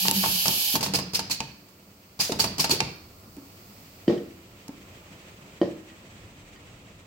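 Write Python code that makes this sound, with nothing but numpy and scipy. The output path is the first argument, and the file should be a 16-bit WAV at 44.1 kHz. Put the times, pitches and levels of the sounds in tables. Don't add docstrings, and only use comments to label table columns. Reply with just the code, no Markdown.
import sys
import numpy as np
from scipy import signal
from scipy.fft import rfft, irfft, next_fast_len
from scipy.io import wavfile

SR = 44100
rng = np.random.default_rng(int(sys.argv[2]) if len(sys.argv) > 2 else 0)


def transcribe(u):
    v = np.clip(np.atleast_2d(u).T, -1, 1)
    q = np.round(v * 32767).astype(np.int16)
    wavfile.write(sys.argv[1], SR, q)


N = 311346
TIME = np.arange(N) / SR

# valve_s, move, flow_delay_s, exhaust_db, t60_s, muffler_hz, valve_db, jolt_db
STROKES = [(0.807, "grip", 0.028, -24.5, 0.21, 4430, -27, -29),
           (.936, "press", 0.016, -22, 0.16, 4970, -23.5, -34),
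           (1.133, "retract", 0.018, -20, 0.12, 5080, -31.5, -46.5),
           (1.297, "release", 0.016, -22, 0.15, 4420, -33, -47),
           (2.191, "grip", .014, -22, 0.39, 4870, -34.5, -34.5),
           (2.388, "press", .013, -20, 0.22, 4550, -35, -28),
           (2.581, "retract", .021, -18.5, 0.17, 5180, -28, -30.5),
           (2.694, "release", 0.019, -18, 0.17, 4420, -26, -33)]
# move, muffler_left_db, stop_thud_db, stop_bright_db, stop_hz
MOVES = [("grip", -1.4, 0, 3.5, 3860), ("press", -5.5, -1.4, 0.67, 4950), ("retract", 0, -12, 0.97, 4400),
         ("release", -4.2, -4.5, 7, 2520)]
# freq_hz, level_db
EXHAUST_SPECTRUM = [(300, -18), (900, -2), (1600, -1.5), (2500, 3.5), (3400, 4.5), (5500, 9.5), (7200, 4.5),
                    (8800, 0), (11000, 1.5), (13500, -2.5), (16000, 1)]
# freq_hz, level_db
MUFFLER_SPECTRUM = [(1500, -40), (2100, -12), (2600, 2), (3500, -48), (4100, 3.5), (4600, 8), (5200, -1.5),
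                    (5900, -28), (7500, -4), (10000, -31)]

def exhausts(opening_s=.011, choked_s=.01, linger_t60_s=.55, hiss_db=-1.05, muffler_db=3.25):
    hiss = air(EXHAUST_SPECTRUM)
    body = from_db(-7) * air(MUFFLER_SPECTRUM, offset=0)
    out = 0
    for valve_s, move, flow_delay_s, level_db, t60_s, muffler_hz, *_ in STROKES:
        peak_s = valve_s + flow_delay_s
        flow = from_db(level_db) * burst(peak_s, opening_s, t60_s)
        rush = flow / (1 + (np.maximum(TIME - peak_s, 0) / choked_s) ** 4)
        linger = from_db(level_db - 13) * burst(peak_s, opening_s, linger_t60_s)
        note = from_db(-6) * singing_noise(rush + linger, muffler_hz, width_hz=140)
        muffler = (rush + from_db(-10) * linger) * body + note
        left_db, *_ = move_settings(move)
        out += from_db(hiss_db) * flow * hiss + from_db(muffler_db) * pan(muffler, left_db)
    return from_db(drift(250)) * out


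def move_settings(move):
    return next(row[1:] for row in MOVES if row[0] == move)


# start_s, level_db, bright_db, pitch_hz
KNOCKS = [(.051, -28, -5, 4400), (.082, -23.5, 14, 3940), (.111, -28, 15.5, 7950), (.231, -23, -14.5, 4400),
          (.259, -28.5, 9, 4550), (.455, -24.5, 2.5, 4700), (.48, -24, 8, 5460), (.753, -21.5, 3, 4300),
          (1.685, -57, -1.5, 7440), (3.366, -58.5, 17.5, 5500), (4.68, -47.5, 9, 5900)]
# start_s, move, level_db
LANDINGS = [(.861, "grip", -32), (.987, "press", -30.5), (1.191, "retract", -27), (1.403, "release", -29),
            (2.319, "grip", -28), (2.44, "press", -25), (2.642, "retract", -22.5), (2.803, "release", -22)]

def contacts(valve_hz=4700, valve_t60_s=.085, jolt_lead_s=.008, jolt_t60_s=.058):
    rows = [blow(*knock, thud_db=-8) for knock in KNOCKS]
    for valve_s, _, flow_delay_s, *_, valve_db, jolt_db in STROKES:
        jolt_s = valve_s + flow_delay_s - jolt_lead_s
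        rows.append((valve_s, valve_t60_s, valve_db - 4, valve_db - 15.5, valve_db, valve_hz))
        rows.append((jolt_s, jolt_t60_s, jolt_db - 5, jolt_db, jolt_db + 1, valve_hz))
    for start_s, move, level_db in LANDINGS:
        _, thud_db, bright_db, stop_hz = move_settings(move)
        rows.append(blow(start_s, level_db, bright_db, stop_hz, thud_db))
    return rows


def blow(start_s, level_db, bright_db, pitch_hz, thud_db, halvings_per_db=.27):
    t60_s = .083 / 2 ** (halvings_per_db * max(bright_db, 0))
    return start_s, t60_s, level_db + thud_db, level_db, level_db + bright_db, pitch_hz


# freq_hz, level_db, t60_s
BRACKET_MODES = [(811, -10, 0.08), (900.5, -1, 0.058), (1068, -16, 0.058)]
# freq_hz, level_db
CLANK_SPECTRUM = [(250, -36), (500, -2), (760, 5), (900, -2), (1100, 8.5), (1400, 0.5), (1900, -2),
                  (2650, -2.5), (4000, -10)]
# freq_hz, level_db
THUD_SPECTRUM = [(90, -18), (135, 2.5), (200, -2), (330, -2.5), (550, -7.5), (1000, -8)]
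# freq_hz, level_db
BOOM_SPECTRUM = [(45, -28), (65, -0.5), (110, -0.5), (170, 2.5), (300, -10)]
# freq_hz, level_db
TICK_SPECTRUM = [(1000, -18), (2000, -5), (2700, 7.5), (3400, -2.5), (4600, 9.5), (6000, 3.5), (7500, 2),
                 (9000, -7), (12000, -21), (16000, -22)]
# freq_hz, level_db
SHUDDER_SPECTRUM = [(70, -3), (200, 6.5), (500, -4.5), (1400, -16), (2600, -14), (5000, -9)]

def knocks(rise_s=.0016, boom_lag_s=.028, shudder_t60_s=.39):
    thud = boom_power = clank = tick = snap = clink = 0
    impulses = np.zeros(N)
    for start_s, t60_s, thud_db, clank_db, tick_db, pitch_hz in contacts():
        contact = from_db(tick_db) * burst(start_s + rise_s, rise_s, t60_s)
        tick += contact
        snap += contact * (pitch_hz / 4700) ** 2
        clink += singing_noise(contact, pitch_hz, width_hz=380)
        swell_s = rise_s * from_db(max(clank_db - tick_db, 0))
        clank += from_db(clank_db) * burst(start_s + swell_s, swell_s, .87 * t60_s)
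        thud += from_db(thud_db) * burst(start_s + rise_s, 2 * rise_s, t60_s=.12)
        boom_power += (from_db(thud_db) * burst(start_s + boom_lag_s, boom_lag_s, t60_s=.41)) ** 2
        impulses[round((start_s + swell_s) * SR)] += from_db(clank_db)
    bracket = .8 * clank * air(CLANK_SPECTRUM) + ring_modes(impulses, BRACKET_MODES)
    frame = thud * air(THUD_SPECTRUM) + from_db(-8) * np.sqrt(boom_power) * air(BOOM_SPECTRUM)
    metal = tick * air(TICK_SPECTRUM) + from_db(-6) * pan(clink, left_db=-6)
    metal += from_db(-7) * snap * air([(7000, -4), (11000, 1.5), (16000, -6)])
    energy_decay = np.exp(-2 * np.log(1000) / (shudder_t60_s * SR))
    stored_energy = signal.lfilter([1], [1, -energy_decay], impulses ** 2 + 1e-18)
    shudder = from_db(-15) * np.sqrt(stored_energy) * air(SHUDDER_SPECTRUM)
    return frame + bracket + metal + shudder


# freq_hz, level_db
JET_SPECTRUM = [(240, -53), (400, -41.5), (814, -13), (1270, -31), (1700, -16.5), (2080, -22), (2320, -8),
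                (3020, -4.5), (3750, -7), (4730, -2.5), (5780, -7.5), (7750, -10.5), (8630, -15),
                (11600, -5.5), (16000, -10)]
# freq_hz, width_hz, lift_db
NOZZLE_RESONANCES = [(3050, 105, 7), (4400, 450, 3), (11480, 150, 10)]

def vacuum(level_db=-24, shut_s=.762, shut_t60_s=.11, dip_s=.118, dip_width_s=.022):
    dip_db = -9 * np.exp(-((TIME - dip_s) / dip_width_s) ** 2)
    flow = from_db(level_db + dip_db + .5 * drift(91)) * decay(shut_s, shut_t60_s)
    return flow * air(JET_SPECTRUM, NOZZLE_RESONANCES)


# start_s, thump_db, contact_s, click_db, first_gap_s
BOTTLES = [(4.0801, 3.5, 0.0032, -2, .0177), (5.615, -2.5, 0.00084, -1.5, 0.016)]

def touches(gap_ratio=1.57, contact_ratio=.61, thump_loss_db=9, click_loss_db=15):
    for start_s, thump_db, contact_s, click_db, first_gap_s in BOTTLES:
        for k in range(3):
            yield (start_s, thump_db - k * thump_loss_db,
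                   contact_s * contact_ratio ** k, click_db - k * click_loss_db)
            start_s += first_gap_s * gap_ratio ** k


# start_s, click_db
SHELL_TAPS = [(4.178, -12.5), (5.9, -17.5), (6.56, -19)]
# freq_hz, level_db, t60_s
TABLE_MODES = [(160, -35, 0.13), (187, -25, .1), (246, -24.5, 0.1), (284, -34, 0.1), (341.6, -5.5, 0.11),
               (407, -26, 0.083), (473.4, -16.5, 0.18), (570, -14, 0.088), (680, -29, 0.12),
               (1014, -26.5, 0.051)]
# freq_hz, level_db, t60_s
SHELL_MODES = [(1610, -60, 0.063), (1865, -38, .13), (1926, -36.5, .075), (2286, -40.5, 0.05),
               (3070, -31, .035), (3210, -43, 0.041), (3970, -54, .05), (4700, -39.5, 0.057)]
# freq_hz, level_db
SCUFF_SPECTRUM = [(170, 3.5), (330, 5), (600, -3.5), (850, -14.5), (1400, -21.5), (3000, -25),
                  (5000, -25.5), (9000, -44), (16000, -68)]

def bottles(radiation_hz=195, scuff_db=-27):
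    force, clicks, scuff = np.zeros((3, N))
    for start_s, click_db in SHELL_TAPS:
        clicks[round(start_s * SR)] = from_db(click_db)
    for start_s, thump_db, contact_s, click_db in touches():
        age = np.clip((TIME - start_s) / contact_s, 0, 20)
        push = age * np.exp(-2 * np.pi * age)
        force += from_db(thump_db) * push / push.sum()
        clicks[round(start_s * SR)] = from_db(click_db)
        scuff += from_db(thump_db) * burst(start_s + contact_s, 4 * contact_s, t60_s=.32)
    bass_cut = signal.butter(3, radiation_hz, "high", fs=SR, output="sos")
    top = signal.sosfilt(bass_cut, ring_modes(force, TABLE_MODES))
    shell = 0
    for hz, level_db, t60_s in SHELL_MODES:
        uneven_clicks = clicks * from_db(2 * drift(200))
        shell += from_db(level_db) * ring(uneven_clicks, hz, t60_s)
    return top + shell + from_db(scuff_db) * scuff * air(SCUFF_SPECTRUM)


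# start_s, length_s, start_hz, end_hz, level_db, t60_s
SLIDES = [(0.739, .04, 270, 276, -24.5, 0.069), (2.292, 0.056, 647, 172, -32.5, 0.48),
          (2.72, .055, 253, 494, -21.5, 0.15), (3.367, 0.059, 256, 276, -39, 0.22),
          (4.689, 0.032, 243, 292, -34, 0.091)]

def groans(rise_s=.0038, scrape_db=-7):
    waver = 1 + .08 * drift(180)
    grip = from_db(3.5 * drift(130))
    scrape = from_db(scrape_db) * air([(200, 4), (350, 5.5), (700, -2.5), (1400, -10.5)])
    out = 0
    for start_s, length_s, start_hz, end_hz, level_db, t60_s in SLIDES:
        travel = np.clip((TIME - start_s) / length_s, 0, 1)
        glide_hz = end_hz + (start_hz - end_hz) * (1 - travel) ** 2
        slips = tone(glide_hz * (TIME > start_s) * waver)
        envelope = burst(start_s + rise_s, rise_s, t60_s) * np.sqrt(1 - travel ** 2)
        out += from_db(level_db) * envelope * (slips + scrape)
    return grip * out


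# peak_s, level_db, t60_s
ARM_JERKS = [(0.059, -29.5, .2), (0.183, -25, 0.32), (.35, -36.5, 0.29), (.5, -38, .25), (.89, -34, 1.18)]

def arm_plate(pitch_hz=186, swell_s=.065):
    shake = sum(from_db(level_db) * burst(peak_s, swell_s, t60_s)
                for peak_s, level_db, t60_s in ARM_JERKS)
    drone = tone(pitch_hz * (1 + .0434 * drift(40.1)))
    return shake * from_db(1.1 * drift(41)) * drone


# time_s, motor_db (before trim), chain_db, leak_db
CONVEYOR_LEVELS = [(2, -52.5, -61, -56.5), (3.2, -49.5, -61, -53.5), (3.8, -48.5, -56.5, -51),
                   (4.4, -49.5, -57.5, -57.5), (5, -47.5, -53.5, -58.5), (7.06, -48.5, -55.5, -65.5)]
# pitch_hz, level_db
HUM_TONES = [(97, -19), (194, -16), (288, -16), (365, -17.5)]
# freq_hz, level_db
RUMBLE_SPECTRUM = [(15, -40), (25, -26), (64, -8), (96, -0.5), (124, -8.5), (202, -2.5), (243, -9),
                   (287, -8.5), (416, -12), (501, -12), (690, -13.5), (751, -17), (1400, -16), (1820, -49),
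                   (3080, -120)]
# freq_hz, level_db
CHAIN_SPECTRUM = [(500, -1.5), (1100, -19.5), (1600, -1.5), (2500, 3), (3500, -3), (5000, -9), (8000, -6.5),
                  (9500, -20)]
# freq_hz, level_db
LEAK_SPECTRUM = [(2500, -28), (4500, 5.5), (6000, -2), (8000, -2.5), (9300, -7.5), (12000, -4), (14500, 2),
                 (16000, 5)]

def conveyor(motor_trim_db=-3.5, hum_waver_db=4):
    motor_db, chain_db, leak_db = in_time(CONVEYOR_LEVELS)
    hum = 0
    for pitch_hz, level_db in HUM_TONES:
        gain = from_db(level_db + hum_waver_db * drift(6.3))
        hum += gain * tone(pitch_hz * (1 + .0186 * drift(14)))
    rumble = air(RUMBLE_SPECTRUM) * from_db(drift(19))
    motors = from_db(motor_db + motor_trim_db) * (rumble + hum)
    chain = from_db(chain_db + 1.6 * drift(45)) * air(CHAIN_SPECTRUM)
    return motors + chain + from_db(leak_db) * air(LEAK_SPECTRUM)


# time_s, level_db
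HANDLING_LEVELS = [(1.8, -84), (2.7, -59), (5.9, -62), (6.3, -51.5), (7.06, -57.5)]

def handling():
    level_db, = in_time(HANDLING_LEVELS)
    return from_db(level_db) * air([(22, -17), (42, -5), (65, -13), (100, -1.5)])


# centre_hz, level_db, t60_s
HALL_BANDS = [(60, -13, 0.88), (196, -8.5, 0.74), (450, -4, 0.5), (930, -8, 0.45), (1490, -7, 0.83),
              (2460, -4.5, 0.48), (4700, -8.5, .57), (7100, -12, 0.37), (10000, -18, 0.36),
              (16100, -28, .2)]

def hall(x, build_up_s=.0025):
    t, hz = TIME[:SR], np.arange(SR // 2 + 1)
    noise, response = stereo_noise(hz, SR), 0
    for centre_hz, level_db, t60_s in HALL_BANDS:
        band = at_hz([(row[0], row[0] == centre_hz) for row in HALL_BANDS], hz)
        fade = np.exp(-np.log(1000) * t / t60_s) * (1 - np.exp(-t / build_up_s))
        response += from_db(level_db) * irfft(noise * band, SR) * fade / np.linalg.norm(fade)
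    return signal.fftconvolve(x, response, axes=1)[:, :N]


# freq_hz, left_db
BALANCE = [(400, 0), (900, -1.6), (2500, -2), (5000, -1.5), (7000, 0.5), (9500, -2), (11500, -5.5),
           (14000, -4)]

def air(spectrum, resonances=(), offset=1):
    size = next_fast_len(N)
    hz = np.arange(size // 2 + 1) * SR / size + 1e-3
    past_ends = np.maximum(np.maximum(spectrum[0][0] / hz, hz / spectrum[-1][0]), 1)
    peaks_db = sum(lift_db / (1 + (2 * (hz - centre_hz) / width_hz) ** 2)
                   for centre_hz, width_hz, lift_db in resonances)
    gain = from_db(at_hz(spectrum, hz) + peaks_db) / past_ends ** 2
    white = pan(stereo_noise(hz, size), offset * at_hz(BALANCE, hz))
    noise = irfft(white * gain, size)[:, :N]
    return noise / np.sqrt(np.mean(noise ** 2) + 1e-20)


# freq_hz, correlation
LIKENESS = [(60, 0.97), (200, 0.99), (400, 0.78), (700, 0.77), (1300, -0.23), (2500, -0.014),
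            (16000, -0.053)]

def stereo_noise(hz, size):
    alike = np.clip(at_hz(LIKENESS, hz), -1, 1)
    mid, side = rfft(rng.standard_normal((2, size)))
    return (np.sqrt(1 + alike) * mid + np.sqrt(1 - alike) * side * [[1], [-1]]) / np.sqrt(2)


def singing_noise(envelope, hz, width_hz):
    active = envelope > envelope.max() / 1000
    drive = np.zeros((2, N))
    drive[:, active] = envelope[active] * rng.standard_normal((2, active.sum()))
    resonance = signal.iirpeak(hz, hz / width_hz, fs=SR)
    return signal.lfilter(*resonance, drive + 1e-18) * np.sqrt(SR / (np.pi * width_hz))


def ring(force, hz, t60_s):
    radius, angle = np.exp(-np.log(1000) / (t60_s * SR)), 2 * np.pi * hz / SR
    return signal.lfilter([0, np.sin(angle)], [1, -2 * radius * np.cos(angle), radius ** 2], force + 1e-18)


def ring_modes(force, modes):
    return sum(from_db(level_db) * ring(force, hz, t60_s) for hz, level_db, t60_s in modes)


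def tone(hz):
    return np.sqrt(2) * np.sin(2 * np.pi * np.cumsum(hz) / SR)


def burst(peak_s, rise_s, t60_s):
    return np.clip(1 + (TIME - peak_s) / rise_s, 0, 1) ** 2 * decay(peak_s, t60_s)


def decay(start_s, t60_s):
    return np.exp(-np.log(1000) * np.clip((TIME - start_s) / t60_s, 0, 2))


def drift(rate_hz):
    knots = rng.standard_normal(4000)
    return np.interp(TIME * rate_hz, np.arange(len(knots)), knots)


def in_time(rows):
    times_s, *columns = np.transpose(rows)
    return [np.interp(TIME, times_s, column) for column in columns]


def at_hz(points, hz):
    freqs_hz, values = np.transpose(points)
    return np.interp(np.log(hz + 1), np.log(freqs_hz), values)


def pan(x, left_db):
    return x * from_db(left_db * np.array([[.5], [-.5]]))


def from_db(db):
    return 10 ** (np.asarray(db) / 20)


def scene():
    machine = exhausts() + knocks() + groans()
    nozzle, table = vacuum(), bottles()
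    reflections = hall(machine + from_db(-13) * nozzle + from_db(-3) * table)
    return machine + nozzle + arm_plate() + table + reflections + conveyor() + handling()


def record(dry):
    return signal.sosfilt(signal.ellip(12, .1, 80, 15900, fs=SR, output="sos"), dry)


dry = scene()
out = record(dry)
transcribe(out)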